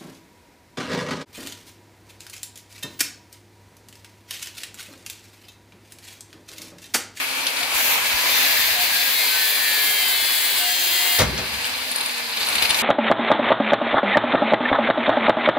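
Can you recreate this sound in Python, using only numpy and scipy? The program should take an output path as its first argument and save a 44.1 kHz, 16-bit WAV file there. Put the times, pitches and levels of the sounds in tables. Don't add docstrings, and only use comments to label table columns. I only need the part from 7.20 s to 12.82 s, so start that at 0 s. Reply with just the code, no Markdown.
import sys
import numpy as np
from scipy import signal
from scipy.fft import rfft, irfft, next_fast_len
from scipy.io import wavfile
from scipy.ndimage import map_coordinates

SR = 44100
rng = np.random.default_rng(int(sys.argv[2]) if len(sys.argv) > 2 else 0)


def waveform_to_disk(signal):
    frames = np.transpose(np.atleast_2d(signal))
    scaled = np.clip(frames, -1, 1) * 32767
    samples = np.round(scaled).astype(np.int16)
    wavfile.write(sys.argv[1], SR, samples)


def volts_from_decibels(level):
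    exponent = np.asarray(level, float) / 20
    return 10 ** exponent


N = 247886
PAD = next_fast_len(N)
HZ = np.maximum(np.arange(PAD // 2 + 1) * SR / PAD, 1)
T = np.arange(N) / SR
TOUCH_S, SNAP_S = 0.54, 3.987
OPPOSED = np.array([[0.5], [-0.5]])

# t/s, turns f/Hz
SPEED = [(0, 140.), (.55, 146.2), (1.05, 148.), (1.2, 145.7), (1.7, 119.4), (1.9, 114.7), (2.15, 109.6),
         (2.8, 104.1), (3., 100.7), (3.33, 98.4), (3.5, 93.7), (3.72, 93.4), (3.92, 95.2), (3.985, 92.5),
         (4.3, 114.), (4.45, 130.), (4.65, 135.2), (5.62, 107.)]
# f/Hz, width/Hz, lift/dB
STEEL_MODES = [(725, 6.8, 14), (1410, 520, -10), (1535, 30, 17.5), (1684, 62, 9), (1800, 94, 2),
               (1980, 21, 8), (2102, 72, 10), (2230, 29, -14), (2414, 21, -17), (2650, 60, 7.5),
               (3095, 57, 9), (3470, 61, 8.5), (3850, 27, -1), (3950, 30, 3), (4150, 40, 8),
               (4720, 60, 7.5), (4900, 67, 10), (5630, 820, -17.5)]


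def in_time(rows):
    s, *columns = np.transpose(rows)
    return [np.interp(T, s, c) for c in columns]


def at_hz(points, hz):
    f, db = np.transpose(points)
    return np.interp(np.log(hz), np.log(f), db)


def rms_one(x):
    return x / np.sqrt(np.mean(x ** 2) + 1e-20)


def drift(rate_hz):
    hop = 40
    r = np.exp(-2 * np.pi * rate_hz * hop / SR)
    noise = rng.standard_normal(N // hop + 1002)
    slow = signal.lfilter([1], [1, -2 * r, r * r], noise)[1000:]
    return np.interp(np.arange(N) / hop, np.arange(len(slow)), rms_one(slow))


def lift_db(modes, hz):
    return sum(db / (1 + (2 * (hz - f) / w) ** 2) for f, w, db in modes)


def held(rows, edge_s):
    return sum(volts_from_decibels(db) * np.clip(np.minimum(T - s, s + length - T) / edge_s, 0, 1) for s, length, db in rows)


def faded(rows, fade_s):
    return sum(volts_from_decibels(db) * (T >= s) * np.exp(-np.maximum(T - s, 0) / fade_s) for s, db in rows)


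def bursts(s, db, fade_s):
    clicks = np.zeros(N)
    np.add.at(clicks, (np.asarray(s) * SR).astype(int), volts_from_decibels(db))
    return signal.lfilter([1], [1, -np.exp(-1 / (fade_s * SR))], clicks + 1e-18)


def ring(clicks, hz, t60):
    r, w = volts_from_decibels(-60 / (t60 * SR)), 2 * np.pi * hz / SR
    return signal.lfilter([0, np.sin(w)], [1, -2 * r * np.cos(w), r * r], clicks + 1e-18)


def chirp(clicks, hz, t60):
    return ring(ring(clicks, hz, t60 / 3), hz, t60)


def disc_edge():
    turns = np.cumsum(in_time(SPEED)[0]) / SR
    shapes = rng.standard_normal((72, 360))
    edge = rms_one(map_coordinates(shapes, [turns / 12, turns % 1 * 359], order=1))
    return np.array([np.roll(edge, -1), edge])


def hiss(spectrum, modes, patchy_db, shared_db, repeat_db=-50.0, shield_db=(0, 0), top_hz=11000):
    # f/Hz, likeness 0-1
    coherence = [(60, 0.7), (180, 0.83), (550, 0.68), (1650, 0.094), (4970, 0.013), (15000, 0.025)]
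    alike = np.clip(at_hz(coherence, HZ), 0, 1)
    mid, side = rfft(rng.standard_normal((2, PAD)))
    pair = np.sqrt(1 + alike) * mid + np.sqrt(1 - alike) * side * [[1], [-1]]
    pair = pair + volts_from_decibels(repeat_db) * rfft(disc_edge(), PAD)
    pair = pair * volts_from_decibels(at_hz(spectrum, HZ) + lift_db(modes, HZ))
    octave, together, out = np.log2(HZ), shared_db * drift(18.4), 0
    spacing = 0.7
    lowest, highest = np.log2(spectrum[0][0]), np.log2(spectrum[-1][0])
    for centre in np.arange(lowest, highest + spacing, spacing):
        window = np.cos(np.pi / 2 * np.clip((octave - centre) / spacing, -1, 1)) ** 2
        flicker_db = together + patchy_db * drift(8.2)
        flicker_db = flicker_db + shield_db[0] * (centre < np.log2(7000))
        flicker_db = flicker_db + shield_db[1] * (centre > np.log2(top_hz))
        out = out + volts_from_decibels(flicker_db) * irfft(pair * window, PAD)[:, :N]
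    return rms_one(out)


def tones(orders, turns_hz):
    angle, out = 2 * np.pi * np.cumsum(turns_hz) / SR, np.zeros((2, N))
    for k, level_db in orders:
        waver_db = 3 * np.clip(drift(3.0), -2, 1.2)[::64]
        gain = volts_from_decibels(level_db + lift_db(STEEL_MODES, k * turns_hz[::64]) + waver_db)
        phase = k * angle + rng.uniform(0, 2 * np.pi) + 0.5 * drift(4.0)
        apart = min(k * turns_hz[N // 2] / 2000, 1) * rng.uniform(-0.4, 1.8)
        out += np.repeat(gain, 64)[:N] * np.sin(phase + apart * OPPOSED)
    return out / np.sqrt(np.sum(volts_from_decibels(np.array(orders)[:, 1]) ** 2))


def motor_air(speed, free):
    # f/Hz, density/dB
    air_colour = [(59, -56), (100, -22.5), (194, -22), (262, -9.5), (418, -15.5), (456, -7), (507, -9),
                  (903, -3), (2080, -6.5), (2260, 2.5), (4880, -14.5), (6870, -12.5), (12800, -13.5),
                  (16500, -28)]
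    # f/Hz, width/Hz, lift/dB
    panel_modes = [(600, 19, 3), (891, 15, 5), (987, 10, 6), (1111, 12, 4), (1464, 35, 4.5)]
    return volts_from_decibels(-24.5) * free * speed ** 1.51 * hiss(air_colour, panel_modes, patchy_db=1.27, shared_db=1.03)


def idle_hum(motor_hz, free, cutting):
    return volts_from_decibels(-44.5) * free ** 0.18 * (1 - cutting) * tones([(0.5, -3.0), (1, -2.0)], motor_hz)


def steel_roar(speed, free, bite_db, rings_db, graze, cutting, load):
    # f/Hz, density/dB
    roar_colour = [(710, -52), (1200, -43), (1430, -14), (1630, -2), (2040, -4), (2300, -1.5), (3090, -6.5),
                   (4280, 0), (5520, -5), (6500, -14.5), (8450, -54), (14300, -120)]
    driven = volts_from_decibels(-25 + 0.55 * (bite_db + 25) + 7 + rings_db)
    gain = np.hypot(driven + 1.7 * graze, volts_from_decibels(-32.5) * free * speed)
    half_modes = [(hz, width, db / 2) for hz, width, db in STEEL_MODES]
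    duller_db = -4 * (cutting - load)
    return volts_from_decibels(-2.5) * gain * hiss(roar_colour, half_modes, patchy_db=0.42, shared_db=0.33,
                                   repeat_db=-4.5, shield_db=(0, duller_db), top_hz=3300)


def grit_hiss(shield_db, cutting):
    # f/Hz, density/dB
    grit_colour = [(3060, -40), (5200, -4.5), (5840, 0.5), (8030, -1.5), (8890, -2), (9890, 0),
                   (14400, 3.5), (15100, 3.5), (16500, -2)]
    # f/Hz, width/Hz, lift/dB
    shallow_modes = [(6280, 260, 2), (6800, 250, 3), (7500, 200, 5), (8050, 200, 4), (9400, 220, 3.5),
                     (11000, 300, 3), (11900, 650, 5.5), (12500, 300, 4.5), (13400, 250, 2),
                     (13850, 300, 4), (15250, 300, 6)]
    # f/Hz, width/Hz, lift/dB
    halfway_modes = [(6300, 500, 3), (6910, 120, 5), (7330, 140, 5), (8200, 350, 7), (9950, 400, 5.5),
                     (11000, 250, 4), (11600, 400, 3.5), (12600, 300, 5), (13450, 300, 4),
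                     (15450, 500, 5.5)]
    # f/Hz, width/Hz, lift/dB
    deep_modes = [(5400, 150, -6), (6760, 350, 5.5), (7750, 200, 6), (8230, 350, 8), (9200, 300, 6),
                  (10000, 300, 6), (11000, 250, 1), (11700, 400, 3), (12600, 250, 4), (14500, 200, 3),
                  (15350, 400, 7)]
    # f/Hz, width/Hz, lift/dB
    late_modes = [(5770, 200, 6), (6090, 80, 12), (6570, 180, 10.5), (7580, 240, 8.5), (8150, 300, 3),
                  (8900, 120, 0), (10250, 180, 3), (10900, 300, -2), (12700, 220, 3), (13500, 120, -4),
                  (15600, 400, 6)]
    # f/Hz, width/Hz, lift/dB
    free_modes = [(6960, 1700, -9), (11000, 1400, 6.5)]
    # f/Hz, width/Hz, lift/dB
    slot_gaps = [(5870, 840, -6.5), (7040, 200, -4), (8900, 340, -1.5), (14100, 400, -3)]
    stage_starts = [
        2.05,
        2.75,
        3.42,
    ]
    past = [1] + [np.clip((T - s) / 0.12, 0, 1) for s in stage_starts] + [0]
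    stages = shallow_modes, halfway_modes, deep_modes, late_modes
    shares = [(cutting * (a - b), modes + slot_gaps) for a, b, modes in zip(past, past[1:], stages)]
    shares.append((1 - cutting, free_modes))
    return sum(np.sqrt(share) * hiss(grit_colour, modes, patchy_db=0.78, shared_db=0.48,
                                     repeat_db=-3.5, shield_db=shield_db) for share, modes in shares)


def grit(speed, free, bite_db, depth, graze, cutting):
    shield_db = (12 - 30 * depth, 2 - 3 * (1 - cutting))
    gain = np.hypot(volts_from_decibels(bite_db) + graze, volts_from_decibels(-38) * free * speed ** 3.7)
    return volts_from_decibels(4.0) * gain * grit_hiss(shield_db, cutting)


def ground():
    # f/Hz, density/dB
    rumble_colour = [(15, -60), (25, -30), (43, -44), (64, 8), (107, 1), (172, -42), (202, 1), (250, -5),
                     (320, -55), (550, -120)]
    # t/s, length/s, level/dB
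    swells = [
        (.55, 1.3, -52.5),
        (2.6, 0.64, -63),
        (5.25, 0.43, -47.5),
    ]
    # t/s, peak level/dB
    jolts = [
        (0.548, -27),
        (0.94, -22),
        (1.599, -44),
        (2.159, -52.5),
        (3.72, -32),
        (4.359, -31),
    ]
    clicks = np.zeros(N)
    for s, db in jolts:
        clicks[round(s * SR)] = volts_from_decibels(db)
    shake = faded([(SNAP_S + 0.038, -30)], 1.5 / np.log(1000))
    level = volts_from_decibels(-54) + held(swells, 0.088) + shake
    return level * hiss(rumble_colour, [], patchy_db=-0.5, shared_db=1.0) + ring(clicks, 52.0, 0.08)


def taps():
    beats = np.cumsum(in_time(SPEED)[0]) / SR / 4
    s = np.flatnonzero(np.diff(beats // 1)) / SR
    chance = rng.standard_normal((len(s), 3))
    rows = np.c_[s + 0.004 * chance[:, 0], -30 + 3.5 * chance[:, 1], -34 + 3.5 * chance[:, 2]]
    unloaded = (s < TOUCH_S) | (s > SNAP_S + 0.15)
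    return rows[unloaded & (s < N / SR - 0.02)]


def rattle():
    # t/s, gear case level/dB, guard level/dB
    knocks = [(0.1121, -24, -34), (0.2683, -14.5, -17), (0.3696, -18, -24.5), (0.408, -17, -24),
              (0.4299, -14.5, -27), (0.858, -15, -33), (4.1777, -30, -45), (4.4455, -25, -40),
              (4.461, -25, -40), (4.6167, -25, -31), (4.678, -42, -34), (4.7588, -26, -13),
              (4.7825, -20, -20), (4.8082, -18, -16), (4.834, -20, -26), (4.8588, -18, -16),
              (4.8955, -20, -42), (5.0661, -48.5, -32), (5.1225, -24, -42), (5.1272, -18, -43),
              (5.1715, -20, -45), (5.1762, -17.5, -44), (5.2035, -26, -44), (5.2072, -17.5, -44),
              (5.2138, -23, -44), (5.218, -24, -47.5), (5.2308, -13.5, -42), (5.2632, -15.5, -40),
              (5.2868, -20, -14), (5.3265, -16.5, -21), (5.354, -11, -13), (5.3834, -13, -27),
              (5.4233, -9.5, -25), (5.4518, -12, -36), (5.494, -12.5, -14), (5.5044, -12.5, -10),
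              (5.546, -14, -18), (5.5889, -13.5, -28), (5.61, -24, -34)]
    # f/Hz, level/dB, T60/s
    case_modes = [(2020, -7, .010), (2330, -4, .009), (2650, -7, .010), (2990, -2, .014), (3600, -1, .012),
                  (4030, 1, .014), (4420, 1, .014), (4800, -5, .012)]
    # f/Hz, level/dB, T60/s
    guard_modes = [(9380, 4, .011), (9650, -3, .009)]
    # t/s, f/Hz, peak level/dB
    rim_ticks = [(.27, 10100, -26), (4.452, 7950, -28), (4.468, 9340, -32), (4.714, 9350, -28),
                 (4.98, 9500, -39), (5.27, 11400, -26), (5.423, 11100, -17), (5.425, 10300, -19),
                 (5.455, 10600, -26), (5.546, 10300, -22), (5.588, 11000, -27), (5.598, 7640, -29)]
    # t/s, peak level/dB
    cracks = [(0.1125, -16), (0.2675, -4.5), (.3696, -9), (0.4313, -3), (.858, -14), (4.1782, -7),
              (4.444, -5), (4.7598, -14), (4.8065, -10.5), (4.895, -21), (5.1718, -9), (5.2072, -10),
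              (5.2144, -17), (5.218, -11), (5.232, -19), (5.287, -11), (5.355, -14), (5.383, -17),
              (5.4245, 0), (5.456, -7), (5.5062, -1), (5.509, -4), (5.5456, -4.5), (5.5892, -14),
              (5.611, -12)]
    s, case_db, guard_db = np.vstack([knocks, taps()]).T
    soften = np.exp(-1 / (0.0007 * SR))
    chatter = bursts(s - 0.002, case_db - 22.0, 0.0065)
    chatter = signal.lfilter([1 - soften], [1, -soften], chatter)
    damped = volts_from_decibels(-9.5 * (T < 5.31))
    out = np.zeros(N)
    for hz, db, t60 in case_modes:
        hand = damped if hz < 3300 else 1
        out += volts_from_decibels(db) * hand * ring(chatter * rng.choice([-1.0, 1.0], N), hz, t60)
    guard = np.diff(bursts(s + 0.002, guard_db - 17.5, 0.0002), prepend=0)
    out += sum(volts_from_decibels(db) * chirp(guard, hz, t60) for hz, db, t60 in guard_modes)
    rub = rng.choice([-1.0, 1.0], N)
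    out += sum(chirp(bursts([tick_s], db - 17.0, 0.003) * rub, hz, 0.007) for tick_s, hz, db in rim_ticks)
    crack_s, crack_db = np.transpose(cracks)
    band = signal.butter(2, [2240, 5450], "band", fs=SR)
    crack = signal.lfilter(*band, rng.choice([-1.0, 1.0], N))
    return out + bursts(crack_s, crack_db, 0.0014) * crack


def leaf():
    # t/s, length/s, level/dB
    sings = [
        (.39, 0.061, -34),
        (1.535, .12, -32),
        (1.73, 0.12, -39),
        (2.54, 0.13, -43),
        (2.86, 0.14, -45),
        (3.39, .17, -35),
        (3.59, 0.06, -38),
        (3.63, .39, -45),
        (3.77, .25, -45),
    ]
    # t/s, length/s, level/dB, f/Hz
    squeals = [
        (0.92, 0.25, -34, 998),
        (.74, .1, -36, 985),
        (5.9, 0.2, -33, 1300),
        (1.085, 0.13, -23.5, 3600),
        (1.358, .1, -28, 1800),
        (1.722, .18, -28, 1630),
    ]
    out = volts_from_decibels(5.0 + 0.5 * drift(13.0)) * held(sings, 0.038) * np.sin(2 * np.pi * 716 * T + drift(1.1) / 2)
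    for s, length, db, hz in squeals:
        level = held([(s, length, db)], 0.016) * volts_from_decibels(1.3 * drift(17.0))
        out = out + level * np.sin(2 * np.pi * hz * T + drift(9.9) / 2)
    return out


def disc_tones(turns_hz):
    disc_orders = [(3, -22), (4, -15), (5, -19), (6, -18), (7, -16), (8, -16), (10, -15), (12, -13),
                   (14, -10), (15, -12), (16, -6.), (17, -9.), (18, -8.), (19, -9.), (20, -9.), (21, -5.),
                   (22, -3.), (23, -9), (24, -10), (26, -10), (28, -10), (32, -11), (35, -11), (37, -9),
                   (40, -6), (42, -6), (43, -8), (44, -7), (45, -9), (48, -11)]
    # t/s, length/s, level/dB
    seated = [
        (.8, 0.91, -56),
        (1.95, 0.9, -25),
        (2.8, 0.98, -29),
        (3.7, 0.39, -28.5),
    ]
    return held(seated, 0.061) * tones(disc_orders, turns_hz)


def gear_tones(motor_hz, load):
    gear_orders = [(1, -11), (2, -20), (7, -4), (13, -13)]
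    return load ** 2.7 * volts_from_decibels(-38.5) * tones(gear_orders, motor_hz)


def mesh(motor_hz, load):
    mesh_orders = [(7, -8), (8, 5.5), (9, 4.5), (10, 5.5), (11, -2.5), (12, -2), (14, -2.5)]
    # f/Hz, width/Hz, lift/dB
    housing_modes = [(2880, 24, 9), (3140, 180, 9), (3430, 130, 9), (3480, 60, -7), (3840, 35, 12),
                     (4060, 190, 5), (4247, 170, 9), (4630, 230, 9.5), (5000, 73, 4), (4950, 47, 6)]
    # t/s, length/s, added level/dB
    blooms = [
        [(2.1, .65, 4), (3.2, .25, 0)],
        [(1.8, 1, -1.5), (2.6, 0.36, 0.5), (3.35, .15, -2)],
        [(1.45, .2, -10), (2.4, 0.57, 4), (3.15, 0.18, -3)],
        [(2.4, 0.29, 2.5), (2.85, 0.35, -5), (3.55, .43, -4)],
        [(1.95, .2, 8), (2.4, .35, 11), (2.85, 0.74, 4.5), (3.6, 0.32, 3)],
        [(2.1, 0.85, 4.5), (2.85, .2, 0)],
        [(3.463, .5, 1)],
    ]
    # t/s, length/s, added gain level/dB
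    pushes = [
        (1.61, 0.072, -5),
        (1.775, 0.067, 6.5),
        (2.8, 0.24, -13),
        (3.72, 0.36, -11.5),
    ]
    angle = 2 * np.pi * np.cumsum(motor_hz) / SR
    out = 0
    for (k, db), rows in zip(mesh_orders, blooms):
        bloom_db = sum(added * held([(s, length, 0)], 0.13) for s, length, added in rows)
        waver_db = np.clip(drift(5.0), -2.5, 1.2)
        gain = volts_from_decibels(-38 + db + bloom_db + lift_db(housing_modes, k * motor_hz) + waver_db)
        out = out + gain * np.sin(k * angle + 1.2 * OPPOSED + drift(4.0) / 2)
    return load * (1 + held(pushes, 0.031)) * out


def clear_tones(turns_hz):
    # t/s, length/s, level/dB
    lines = [
        (2.12, .72, -36),
        (3.15, .25, -38),
        (1.9, 0.25, -37),
        (2.45, 0.55, -35),
        (3.75, 0.18, -39),
        (2.06, .9, -44),
    ]
    multiples = (17, 17, 19, 20, 22, 16)
    angle = 2 * np.pi * np.cumsum(turns_hz) / SR
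    return sum(held([row], 0.062) * volts_from_decibels(5 + 1.5 * drift(6.0)) * np.sin(k * angle + drift(2.5) / 2 + OPPOSED)
               for row, k in zip(lines, multiples))


def grinder():
    # t/s, level/dB
    bite = [(0.53, -39), (0.55, -25), (0.74, -25.5), (0.77, -36), (0.85, -34), (0.87, -30), (0.92, -31),
            (1.2, -24.5), (1.53, -24.5), (1.58, -29.5), (1.63, -23), (1.69, -29), (1.75, -23), (1.8, -24.5),
            (3.3, -24.5), (3.56, -25), (4.0, -22.5), (4.045, -40.5)]
    # t/s, depth 0-1, freedom of the steel to ring level/dB
    slot = [
        (.56, 0.1, -2),
        (.85, 0.03, 2),
        (1.2, 0, 4),
        (1.8, 0.22, -0.5),
        (2.4, 0.33, -3),
        (3.3, 0.5, -2.5),
        (3.58, 0.32, -4),
        (3.98, 0.9, -3),
        (4.1, 0.4, 0.5),
    ]
    # t/s, level while running free/dB, left-right level/dB
    place = [
        (0, 1, 0),
        (.4, 0.5, 1),
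        (.7, 4, -0.5),
        (1.3, 3, 0.5),
        (3.95, 2.5, 0.5),
        (4.12, -2, -1),
        (4.4, 0, 0),
        (5.1, -1.5, -1.5),
        (5.401, 7, -0.5),
    ]
    # t/s, grit level/dB
    grazes = [
        (.39, -38),
        (4.45, -34),
        (4.68, -41),
        (5.22, -37),
        (5.425, -30),
    ]
    (turns_hz,), (bite_db,), (depth, rings_db), (near_db, pan_db) = map(in_time, (SPEED, bite, slot, place))
    motor_hz = 34 / 9 * turns_hz
    unloaded_hz, stalled_hz = 149, 93
    speed, free = turns_hz / unloaded_hz, volts_from_decibels(near_db)
    cutting = held([(TOUCH_S, SNAP_S - TOUCH_S, 0)], 0.02)
    load = cutting * np.clip((unloaded_hz - turns_hz) / (unloaded_hz - stalled_hz), 0, 1)
    graze = faded(grazes, 0.022)
    noise = motor_air(speed, free) + steel_roar(speed, free, bite_db, rings_db, graze, cutting, load)
    noise = noise + grit(speed, free, bite_db, depth, graze, cutting)
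    whine = disc_tones(turns_hz) + gear_tones(motor_hz, load) + mesh(motor_hz, load) + clear_tones(turns_hz)
    return (noise + idle_hum(motor_hz, free, cutting) + leaf() + whine) * volts_from_decibels(pan_db * OPPOSED)


def snap():
    # t/s, peak level/dB, dullness f/Hz, T60/s, spring shake level/dB
    slaps = [(3.987, 2.5, 11000, 0.2, -24), (3.997, 1.5, 1590, 0.19, -1.5), (4.007, -7, 685, 0.056, 3),
             (4.019, 3, 2500, 0.027, -2), (4.04, -12, 900, 0.15, -2), (4.053, -9, 1200, 0.054, 0),
             (4.069, -12.5, 393, 0.6, 0), (4.099, -28, 253, 0.43, 0), (4.14, -19, 218, 0.88, 0),
             (4.181, -8, 5000, 0.065, -14), (4.189, -9, 1100, 0.19, -8), (4.446, -17, 9000, 0.071, -20)]
    # f/Hz, level/dB, T60/s
    spring_modes = [(61.2, -9, 0.65), (80.4, -17, 0.34), (105, -8, 0.16), (125, -13, 0.23), (151, -17, 0.3),
                    (218, -19.5, 0.27), (270, -19.5, 0.15), (466, -13.5, 0.057), (574, -16, .04),
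                    (1370, -29, 0.077)]
    out, clicks, t = np.zeros(N), np.zeros(N), np.arange(SR // 2) / SR
    for s, peak_db, dull_hz, t60, shake_db in slaps:
        band = signal.butter(1, [70.0, dull_hz], "band", fs=SR)
        burst = signal.lfilter(*band, rng.standard_normal(len(t)))
        i = round(s * SR)
        out[i:i + len(t)] += volts_from_decibels(peak_db - 14.5 - 60 * t / t60) * rms_one(burst)
        clicks[i] = volts_from_decibels(peak_db + shake_db - 7.0)
    out += sum(volts_from_decibels(db) * ring(clicks, hz, t60) for hz, db, t60 in spring_modes)
    return signal.lfilter(*signal.butter(2, 52.0, "high", fs=SR), out)


def garage(x):
    t = np.arange(int(0.4 * SR)) / SR
    echoes = rng.standard_normal((2, len(t))) * volts_from_decibels(-60 * t / 0.14) * (t > 0.002)
    echoes = signal.lfilter(*signal.butter(2, [250.0, 6000.0], "band", fs=SR), echoes)
    return signal.fftconvolve(x[None], echoes / np.sqrt(np.sum(echoes[0] ** 2)), axes=1)[:, :N]


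def scene():
    hits = rattle() + snap()
    left, right = grinder() + hits * volts_from_decibels(1.2 * OPPOSED) + volts_from_decibels(-8.5) * garage(hits) + ground()
    return np.array([np.roll(left, 2), right])


def top_cut(x):
    return signal.sosfilt(signal.butter(12, 15800, fs=SR, output="sos"), x)


def record(dry):
    # f/Hz, left-right level/dB
    tilt = [(60, 6), (240, 3.5), (950, 5), (3770, 6.5), (15000, 7)]
    ports = volts_from_decibels((at_hz(tilt, HZ) - 4.5) * OPPOSED) / (1 - 1j * 63.0 / HZ) ** 2
    rounded = 0.8 * np.tanh(irfft(rfft(dry, PAD) * ports, PAD) / 1.02)
    mix = irfft(rfft(rounded) * (HZ < 15760), PAD)[:, :N]
    return top_cut(mix)


dry = scene()
out = record(dry)
waveform_to_disk(out)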